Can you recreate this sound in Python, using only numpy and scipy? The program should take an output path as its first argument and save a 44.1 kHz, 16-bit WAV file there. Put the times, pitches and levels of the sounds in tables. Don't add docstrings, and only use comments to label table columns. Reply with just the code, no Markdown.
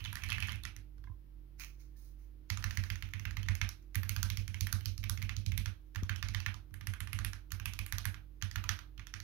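import sys
import numpy as np
from scipy import signal
from scipy.fft import rfft, irfft
from scipy.io import wavfile

SR = 44100
rng = np.random.default_rng(int(sys.argv[2]) if len(sys.argv) > 2 else 0)


def boost_factor(decibels):
    exponent = np.asarray(decibels, float) / 20
    return 10 ** exponent


def inscribe(sig):
    pcm = np.round(np.clip(np.atleast_2d(sig).T, -1, 1) * 32767)
    wavfile.write(sys.argv[1], SR, pcm.astype(np.int16))


N = 407043

# (low f/Hz, high f/Hz, level/dB, 60 dB decay t/s)
CONTACT_BANDS = [(1090, 3840, -1.5, 0.02), (3740, 6640, -0.5, 0.0095), (8000, 12570, -0.5, 0.008),
                 (12000, 15500, -1.5, 0.0096)]
HIT_LAG_S = 0.001192
ROLL_END_S = 1


def band(x, low_hz, high_hz):
    high_hz = min(high_hz, 0.45 * SR)
    return signal.sosfilt(signal.butter(2, [low_hz, high_hz], "band", fs=SR, output="sos"), x + 1e-18)


def rms_one(x):
    return x / np.sqrt(np.mean(x ** 2) + 1e-30)


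def fade(db, t60):
    return boost_factor(-db / (t60 * SR))


def drift(rate):
    knots = rng.standard_normal(1200)
    return np.interp(np.arange(N) / SR * rate, np.arange(len(knots)), knots) * 1.2


def train(seconds, sizes):
    out = np.zeros(N)
    np.add.at(out, np.clip(np.round(seconds * SR).astype(int), 0, N - 1), sizes)
    return out


def ring(clicks, hz, t60):
    r, w = fade(60, t60), 2 * np.pi * hz / SR
    return signal.lfilter([0, np.sin(w)], [1, -2 * r * np.cos(w), r * r], clicks + 1e-18)


def colour(x, peaks):
    for hz, width, db in peaks:
        a, w = boost_factor(db / 2), 2 * np.pi * hz / SR
        k = np.sin(w) * width / hz / 2
        middle = -2 * np.cos(w)
        x = signal.lfilter([1 + k * a, middle, 1 - k * a], [1 + k / a, middle, 1 - k / a], x)
    return x


def tail(x, low_hz, high_hz, t60):
    r = fade(120, t60)
    smooth = signal.lfilter([0.008], [1, -0.992], x ** 2)
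    power = signal.lfilter([1 - r], [1, -r], smooth)
    return np.sqrt(power) * rms_one(band(rng.standard_normal((2, N)), low_hz, high_hz))


def hiss(level_db=-67):
    # (f/Hz, level/dB per Hz)
    floor = np.array([(35, -1.5), (62, -1.5), (115, -9.5), (160, -9.5), (250, -11.5), (400, -15.5),
                      (700, -26), (1500, -30), (3000, -33), (5500, -38.5), (7800, -48), (10000, -39.5),
                      (13000, -34.5), (15850, -35.5), (16050, -57)])
    hz = np.fft.rfftfreq(N, 1 / SR) + 1
    shape = boost_factor(np.interp(np.log(hz), np.log(floor[:, 0]), floor[:, 1]))
    return boost_factor(level_db) * rms_one(irfft(rfft(rng.standard_normal((2, N))) * shape, N))


def hum():
    # (f/Hz, rms level/dB, left re right level/dB)
    lines = [(49, -50, -10), (89.3, -68, -10), (138.9, -66, -16.5), (189, -79, -11), (308, -68.5, -32.5),
             (346, -78.5, -32.5)]
    t, out = np.arange(N) / SR, np.zeros((2, N))
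    for hz, db, left_db in lines:
        level = np.sqrt(2) * boost_factor(db + 1.5 * drift(8))
        tone = level * np.sin(2 * np.pi * hz * t + 0.8 * drift(4))
        out += tone * boost_factor(np.array([[left_db], [0]]))
    return out


def room(x, parts=2):
    # (low f/Hz, high f/Hz, 60 dB decay t/s, right level/dB, left level/dB)
    answers = [(624, 1200, 0.33, -8.5, -11), (1173, 1700, 0.28, -6.5, -2.5), (1630, 2780, 0.22, -9.5, -5.5),
               (2210, 3280, 0.22, -6, -2.5), (3140, 4370, 0.29, -8, -4), (4240, 6010, 0.21, -7.5, -4.5),
               (7500, 10930, 0.21, -8, 0.5), (12200, 14000, 0.38, -10.5, -2.5)]
    out = 0
    for low, high, t60, right_db, left_db in answers:
        edges = np.geomspace(low, high, parts + 1 if 1000 < low < 4000 else 2)
        for a, b in zip(edges, edges[1:]):
            out = out + boost_factor(np.array([[left_db], [right_db]])) * tail(band(x, a, b), a, b, t60)
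    return out


def echoes(x):
    # (lag t/s, right level/dB, left level/dB, dull above f/Hz)
    copies = [(.0032, -22.5, -12, 5000), (.0056, -11.5, -13, 3500), (.0092, -15.5, -13.5, 15000),
              (.0101, -17.5, -14, 9000), (.021, -33, -26, 8000), (.0272, -22, -20.5, 3500),
              (0.0324, -23.5, -18, 6500), (.0425, -30.5, -20, 4000)]
    out = np.zeros((2, N))
    for lag, right_db, left_db, hz in copies:
        dull = signal.sosfilt(signal.butter(2, hz, fs=SR, output="sos"), x)
        out += np.roll(dull, round(lag * SR)) * boost_factor(np.array([[left_db], [right_db]]))
    return out


def knocks():
    # (t/s, level/dB, f/Hz, 60 dB decay t/s, left re right level/dB)
    blows = [(0.131, -55, 960, 0.06, -24), (1.0401, -66, 1600, .03, -12), (1.0412, -66, 1040, .04, -12),
             (1.071, -65, 1620, .05, -12), (1.0725, -64, 2100, .04, -12), (1.074, -61, 1020, 0.05, -12),
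             (1.082, -68, 1650, .05, -12), (1.097, -64, 1010, .05, -12), (1.0981, -40, 90, 0.13, -23),
             (1.116, -68, 1050, .1, -12), (1.6041, -54, 2400, 0.13, -17), (1.9591, -79, 1780, .15, -14),
             (6.0258, -45.5, 210, 0.011, 14), (6.0271, -34.5, 78.6, .045, 7)]
    out = np.zeros((2, N))
    for s, db, hz, t60, left_db in blows:
        blow = ring(train(np.array([s]), boost_factor(db)), hz, t60)
        out += band(blow, hz / 2, hz * 2) * boost_factor(np.array([[left_db], [0]]))
    return out


def rubbing(gains, grain_db):
    clumps = boost_factor(grain_db * drift(110)) * boost_factor(2.0 * rng.exponential(1, N))
    slips = rng.standard_normal(N) * clumps
    return sum(g * rms_one(band(slips, low, high)) for g, (low, high, _, _) in zip(gains, CONTACT_BANDS))


def brushing(rise_db_per_s=1600, fall_db_per_s=191):
    # (t/s, held t/s, dull level/dB, middle re dull level/dB, bright re dull level/dB)
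    strokes = [
        (0, .52, -66.5, -22, -5.5),
        (0.621, .04, -92, -12, -5),
        (1.599, 0.021, -60, 5, 2),
        (1.8, 0.017, -81, 8.5, 6),
        (1.97, 0.11, -86.5, 11, 13),
        (2.19, 0.055, -88.5, 4.5, 4),
    ]
    gains, t = np.zeros((4, N)), np.arange(N) / SR
    for s, held, db, mid_db, bright_db in strokes:
        shape_db = np.minimum(0, np.minimum(rise_db_per_s * (t - s), fall_db_per_s * (s + held - t)))
        gains += boost_factor(db + shape_db) * boost_factor(np.array([[0], [mid_db], [bright_db], [bright_db]]))
    return colour(rubbing(boost_factor(1.0) * gains, grain_db=0.5), [(2400, 1300, 11.0)])


def sliding():
    # (t/s, level/dB)
    scratch = [
        (2.45, -97),
        (2.709, -62),
        (4.05, -90),
        (4.13, -64),
        (5.58, -90.5),
        (9.23, -99),
    ]
    level = boost_factor(np.interp(np.arange(N) / SR, *np.transpose(scratch), left=-200))
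    return rubbing(boost_factor(np.array([[-2.5], [-3], [-6], [-7]])) * level, grain_db=4.5)


def contacts(roll_cap_db=1.5, roll_air_db=-30, touch_cap_db=-2, touch_stem_db=-13):
    # (t/s, peak level/dB, case f/Hz, stem tick re peak
    # level/dB, desk thump level/dB)
    fast_roll = [(0.0041, -40.5, 2820, -20, -53), (0.0403, -40, 3960, -11, -60),
                 (0.049, -31, 3510, -19, -55), (0.0569, -33, 3000, -23, -59), (0.07, -50, 2450, -23, -55),
                 (0.0765, -54, 2990, -23, -48.5), (0.1274, -36, 1660, -4.5, -53),
                 (0.154, -33.5, 1720, -4.5, -53), (0.1691, -36, 1840, -17, -65),
                 (0.1961, -57, 1890, -25, -67), (0.2201, -41, 2560, -17, -52),
                 (0.2352, -30, 2340, -11, -60), (0.2425, -42, 2080, -7, -51), (0.262, -47, 2320, -6, -56),
                 (0.266, -52, 2280, -20, -50), (0.2792, -52, 2500, -9, -53), (0.2865, -40, 4200, -3, -59),
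                 (0.2931, -32.5, 1760, -23, -54), (0.3007, -30, 3220, -9.5, -49.5),
                 (0.3087, -37, 3170, -13, -59), (0.3191, -26.5, 2540, -21, -53),
                 (0.3271, -32, 2720, -9, -66), (0.337, -46, 2840, -21, -60),
                 (0.346, -46, 2730, -20, -61), (0.3562, -53, 2880, -20, -46.5),
                (0.3738, -46, 2520, -19, -53), (0.3815, -31.5, 1800, -19, -48),
                (0.4019, -37, 2930, -1, -57), (0.4102, -48, 3270, -14, -50), (0.4239, -28, 2570, -18, -47),
                (0.4312, -34, 2280, -16, -65), (0.4491, -48, 2470, -19, -53.5),
                (0.4705, -42, 2300, -4, -55), (0.4776, -46, 2680, -6, -48), (0.4837, -31.5, 1710, -29, -52),
                (0.492, -32.5, 3120, -16, -51), (0.502, -42, 2500, -23, -56), (0.512, -48, 2370, -25, -75),
                (0.519, -37.5, 3340, -6.5, -56), (0.5281, -42, 2240, -12, -49.5),
                (0.5406, -48, 2260, -14, -52.5), (0.5565, -46, 2220, -2, -53.5),
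                (0.6347, -39.5, 3630, -4.5, -57), (0.6509, -32, 1930, -7, -51.5),
                (0.763, -44, 2000, -3.5, -57.5)]
    # (t/s, peak level/dB, case f/Hz, desk thump
    # level/dB)
    touches = [(1.0391, -59, 1750, -59), (0.98, -62, 1490, -66), (1.598, -53, 2400, -82),
               (1.608, -49, 2400, -75), (1.6175, -50, 2500, -81), (1.635, -45, 2310, -75),
               (2.624, -43.5, 1778, -80), (3.461, -53, 2000, -52), (3.9454, -41.5, 2050, -58),
               (4.287, -58, 2500, -60), (4.848, -55, 2500, -57), (5.029, -51, 2240, -53),
               (5.2172, -41.5, 2050, -57), (5.9472, -46.5, 1750, -56.5), (6.337, -47, 2010, -55),
               (6.707, -69, 1225, -54), (7.1224, -57, 1996, -61), (4.9, -61, 2000, -53),
               (7.5047, -53, 2930, -60.5), (7.7233, -53, 2500, -56), (8.0436, -51, 2098, -73),
               (8.4135, -50.5, 2000, -60), (8.977, -50, 2940, -54.5)]
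    # (t/s, peak level/dB, case f/Hz, desk thump level/dB, cap click
    # re peak level/dB)
    presses = [(2.5002, -28, 2090, -41.5, -1.5), (2.6399, -30.5, 1750, -41.5, -1.5),
               (2.7713, -32, 2000, -40, 1), (2.9004, -32.5, 2100, -44, -3),
               (3.0229, -36.5, 2050, -48.5, -7), (3.1349, -36, 2070, -46, -8),
               (3.2518, -34.5, 2090, -45.5, -9), (3.3678, -33, 2030, -43, -14),
               (3.4847, -29.5, 1840, -38, -4.5), (3.6133, -27, 2140, -41, -6),
               (3.9538, -33.5, 1970, -39, -3), (4.0918, -36, 2180, -43, 8), (4.2279, -34, 1460, -40.5, 9),
               (4.3709, -38, 2240, -42.5, 5.5), (4.4776, -43, 2230, -46, 2), (4.6072, -41, 2350, -40, 14.5),
               (4.7256, -36, 1450, -38.5, 8.5), (4.8561, -41, 3040, -44, 13),
               (4.9775, -53, 2340, -47.5, 14), (5.0951, -37, 1500, -42, 5.5),
               (5.2241, -38.5, 2210, -41.5, 0), (5.3645, -46, 3100, -43, 13),
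               (5.4615, -47.5, 2480, -39.5, 14.5), (5.5757, -35, 2160, -39, 4.5),
               (5.9575, -34, 1730, -45, -3.5), (6.093, -29, 1720, -42.5, -8.5),
                    (6.2257, -31.5, 1730, -45.5, -5), (6.3458, -30.5, 1870, -45.5, -6),
                    (6.461, -28, 1800, -44, -10.5), (6.7399, -46, 1720, -58, -10),
                    (6.8696, -35.5, 1830, -43.5, -4), (7.003, -35.5, 2090, -47, -9),
                    (7.1296, -34, 2130, -43.5, -16), (7.2463, -31, 1860, -44.5, -4.5),
                    (7.5179, -36.5, 1780, -47.5, 6), (7.6558, -31.5, 2620, -45.5, -5),
                    (7.7888, -33, 2450, -46, -1.5), (7.9227, -33, 1770, -46, -0.5),
                    (8.0529, -31, 1660, -42.5, -3.5), (8.4224, -34, 1650, -44, 4),
                    (8.5566, -30.5, 1720, -43.5, -1), (8.6905, -25.5, 1770, -44, 0.5),
                    (8.9939, -43.5, 1930, -56, -6.5), (9.1381, -35.5, 1830, -54, -1)]
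    # (t/s, peak level/dB, case f/Hz, desk thump level/dB, cap click re peak
    # level/dB)
    releases = [(2.5717, -39, 1260, -47.5, 6), (2.7074, -38, 1740, -48, 0.5), (2.8361, -39, 1770, -54, 0.5),
                (2.9556, -43.5, 1840, -57, 2.5), (3.0873, -53, 1900, -60, -9), (3.195, -43, 2060, -50, -1),
                (3.3077, -43.5, 1800, -50, -0.5), (3.4289, -44.5, 3060, -49, 2),
                (3.5513, -42, 2150, -54.5, 2.5), (3.6891, -41, 1680, -60, 7),
                (4.031, -37.5, 1790, -46.5, -9), (4.162, -34, 1570, -42, -1),
                (4.3001, -35.5, 2190, -43, 2.5), (4.4216, -59, 3010, -53, 0), (4.5424, -38, 2150, -49, -5),
                (4.6683, -37, 1820, -51, 1), (4.8073, -48, 3000, -51.5, -6), (4.9174, -62, 2320, -62, 9),
                (5.0378, -36, 2320, -46, -2), (5.1737, -42, 2110, -47, -2), (5.292, -34, 2100, -46, -3),
                (5.414, -57, 2590, -52, -1), (5.5179, -39, 2230, -43, -4), (5.6574, -33.5, 1690, -44.5, 1),
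                (6.0318, -43.5, 1100, -49.5, 2.5), (6.1591, -41, 3120, -50.5, 4.5),
                     (6.2847, -40, 2200, -43.5, 5.5), (6.4009, -38.5, 2660, -53, 2),
                     (6.5408, -44.5, 1140, -53, 3.5), (6.8091, -43, 1740, -50, -2),
                     (6.9354, -38.5, 1620, -57, -10), (7.0719, -39.5, 1680, -52.5, -6.5),
                     (7.1875, -36, 1670, -43.5, -1.5), (7.3315, -39.5, 1705, -55, -2),
                     (7.5975, -40.5, 1600, -51, -3), (7.7342, -45.5, 1400, -64, 7),
                     (7.862, -41.5, 1700, -68, 2.5), (7.982, -37.5, 1600, -50, 6.5),
                     (8.142, -42, 1650, -55.5, -2), (8.5113, -44, 1900, -55, 8),
                     (8.6385, -36.5, 1260, -51.5, 0), (8.7885, -42.5, 1340, -64, 1),
                     (9.0683, -45, 1830, -73, 3), (9.2006, -44, 1820, -58, 4.5)]
    key_from_s = [2.4, 2.99, 3.46, 3.9, 4.35, 4.58, 4.83, 5.07, 5.2, 5.34, 5.55, 5.9, 6.6, 7.4, 7.62, 8.0,
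                  8.3, 8.9]
    # (tick going down re peak level/dB, tick coming up re peak level/dB, air re tick level/dB)
    key_sounds = [(-13.5, -12.5, 4.5), (-20, -16, 8), (-22, -0.5, 1.5), (0, -8, 5), (0, -12.5, -5),
                  (8.5, -2, 1), (1.5, -12, 3.5), (5.5, -16, 4.5), (-6.5, -19, 4), (-2.5, -10, 2),
                  (3.5, -13, -3), (-23.5, -19, 11), (1.5, -6.5, -24), (-7.5, -17, 9.5), (-1, 3.5, -4.5),
                  (-0.5, -15, -4), (-18, -19, 9.5), (-24, -12, 5.5)]
    rows = []
    for s, db, hz, tick, thump in fast_roll:
        rows.append((s, db, hz, tick + roll_cap_db, tick, thump, roll_air_db))
    for s, db, hz, thump in touches:
        rows.append((s, db, hz, touch_cap_db, touch_stem_db, thump, 0))
    for way, table in enumerate((presses, releases)):
        for s, db, hz, thump, cap in table:
            key = key_sounds[np.searchsorted(key_from_s, s) - 1]
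            rows.append((s, db, hz, cap, key[way], thump, key[-1]))
    return np.transpose(rows)


def desk(thump_db=-39.0, spread_db=1.5):
    # (f/Hz, level/dB, 60 dB decay t/s, left re right level/dB)
    tones = [(51.5, 6.5, 0.17, -11.5), (74.6, -7, 0.42, -18), (92.1, -3, 0.34, -31.5),
             (97, -1, 0.25, -29.5), (112, -11, 0.081, -18), (160.6, -1.5, 0.11, -17.5),
             (197.6, -7.5, 0.16, -34.5), (266, -1.5, 0.091, -36)]
    s, level_db = contacts()[[0, 5]]
    chance, out = rng.standard_normal((len(s), len(tones))), np.zeros((2, N))
    for (hz, db, t60, left_db), own in zip(tones, chance.T):
        thumps = train(s + 0.00753, boost_factor(level_db + thump_db + db + spread_db * own))
        bounce = ring(thumps, 99.3, 0.055)
        mode = ring(bounce, hz, t60)
        out += np.array([boost_factor(left_db) * np.roll(mode, 45), mode])
    landing = train(s + 0.02193, boost_factor(level_db - 6))
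    out[1] += band(ring(landing, 204.4, 0.091), 166, 240)
    out = band(band(out, 53, 640), 35, 1000)
    return out + boost_factor(np.array([[-47.0], [-38.0]])) * tail(out[1], 390, 562, 0.076)


def case(ring_db=-13, reach_octaves=0.48, rattle_db=-23, rattle_t60=0.17, per_s=200, rattle_hz=2300, far_db=-16):
    # (f/Hz, level/dB, 60 dB decay t/s)
    tones = [(1000, 2, 0.15), (1194, 6.5, 0.045), (1420, -0.5, 0.034), (1523, -2.5, 0.035),
             (1821, 2, 0.021), (1894, -7, 0.027), (2120, 3.5, 0.017), (2332, -2, 0.042), (2450, -25, 0.013),
             (2617, 1, 0.041), (2930, -10, 0.037), (3050, -2.5, 0.078), (3714, -4.5, 0.019),
             (4210, 8, 0.016)]
    s, peak_db, key_hz = contacts()[:3]
    chance, out = rng.standard_normal((len(s), len(tones))), np.zeros(N)
    for (hz, db, t60), own in zip(tones, chance.T):
        level_db = peak_db + db + 2.2 * own
        near_db = np.maximum(far_db, -6 * (np.log2(hz / key_hz) / reach_octaves) ** 2)
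        loose_hz = np.sqrt(key_hz * rattle_hz)
        loose_db = -6 * (np.log2(hz / loose_hz) / 0.32) ** 2
        blows = train(s + HIT_LAG_S, boost_factor(level_db + ring_db + near_db))
        shaken = train(s + 0.016, boost_factor(level_db + rattle_db + loose_db))
        unrest = signal.lfilter([1], [1, -fade(60, rattle_t60)], shaken + 1e-18)
        rattles = (rng.random(N) < per_s / SR) * rng.standard_normal(N)
        out += ring(blows + unrest * rattles, hz, t60)
    return out


def clacks(level_db=3.5, t60=0.012, rise_s=0.00015, roll_rise_s=0.0005):
    out, t = np.zeros(N + 1024), np.arange(1024) / SR
    for s, peak_db, key_hz, *_ in contacts().T:
        at = round((s + HIT_LAG_S) * SR)
        rise = 1 - np.exp(-t / (roll_rise_s if s < ROLL_END_S else rise_s))
        level = boost_factor(peak_db + level_db - 60 * t / t60)
        out[at:at + len(t)] += rise * level * np.sin(2 * np.pi * key_hz * t)
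    return out[:N]


def cracks(scrape_db=-26, roll_grit_db=-7):
    s, peak_db, _, cap_db, stem_db, _, air_db = contacts()
    out = np.zeros(N)
    grit_db = np.where(s < ROLL_END_S, roll_grit_db, 0)
    band_levels = (grit_db, cap_db, stem_db, stem_db + air_db)
    for (low, high, db, t60), rel_db in zip(CONTACT_BANDS, band_levels):
        hits = train(s + HIT_LAG_S, boost_factor(peak_db + rel_db + db))
        scrape = boost_factor(scrape_db) * signal.lfilter([1], [1, -0.994], hits[::-1])[::-1]
        soft_hits = signal.lfilter([0.15], [1, -0.85], hits)
        crack = signal.lfilter([1], [1, -fade(60, t60)], soft_hits)
        grit = rng.standard_normal(N) * np.sqrt(SR / 2 / (high - low))
        out += band((crack + scrape) * grit, low, high)
    return out


def scene():
    # (f/Hz, width/Hz, level/dB)
    right_port = [(7750, 460, 1), (8150, 8180, -12.5), (6354, 1970, 10.5), (11230, 4670, 10.5),
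                  (15400, 1300, 7)]
    # (f/Hz, width/Hz, level/dB)
    left_port = [(7270, 2500, -0.5), (10530, 7900, 8.5), (13700, 9200, -17.5), (4920, 6800, -8.5)]
    brush = brushing()
    keys = cracks() + clacks() + case() + sliding()
    keys = band(band(keys, 1405, 28000), 440, 24000)
    left_room, right_room = np.roll(room(keys), round(0.011 * SR), axis=1) + echoes(keys)
    late = np.roll(boost_factor(-11.5) * keys + boost_factor(-10) * brush, 4)
    left = colour(late + boost_factor(-10.5) * left_room, left_port)
    right = colour(boost_factor(4.0) * (keys + brush + right_room), right_port)
    return np.array([left, right]) + boost_factor(8.0) * (desk() + knocks()) + hum() + hiss()


def low_pass(x):
    return signal.sosfilt(signal.butter(12, 17010, fs=SR, output="sos"), x)


def record(dry):
    cut = signal.sosfilt(signal.cheby2(10, 60, 17200, fs=SR, output="sos"), dry)
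    return low_pass(cut)


dry = scene()
out = record(dry)
inscribe(out)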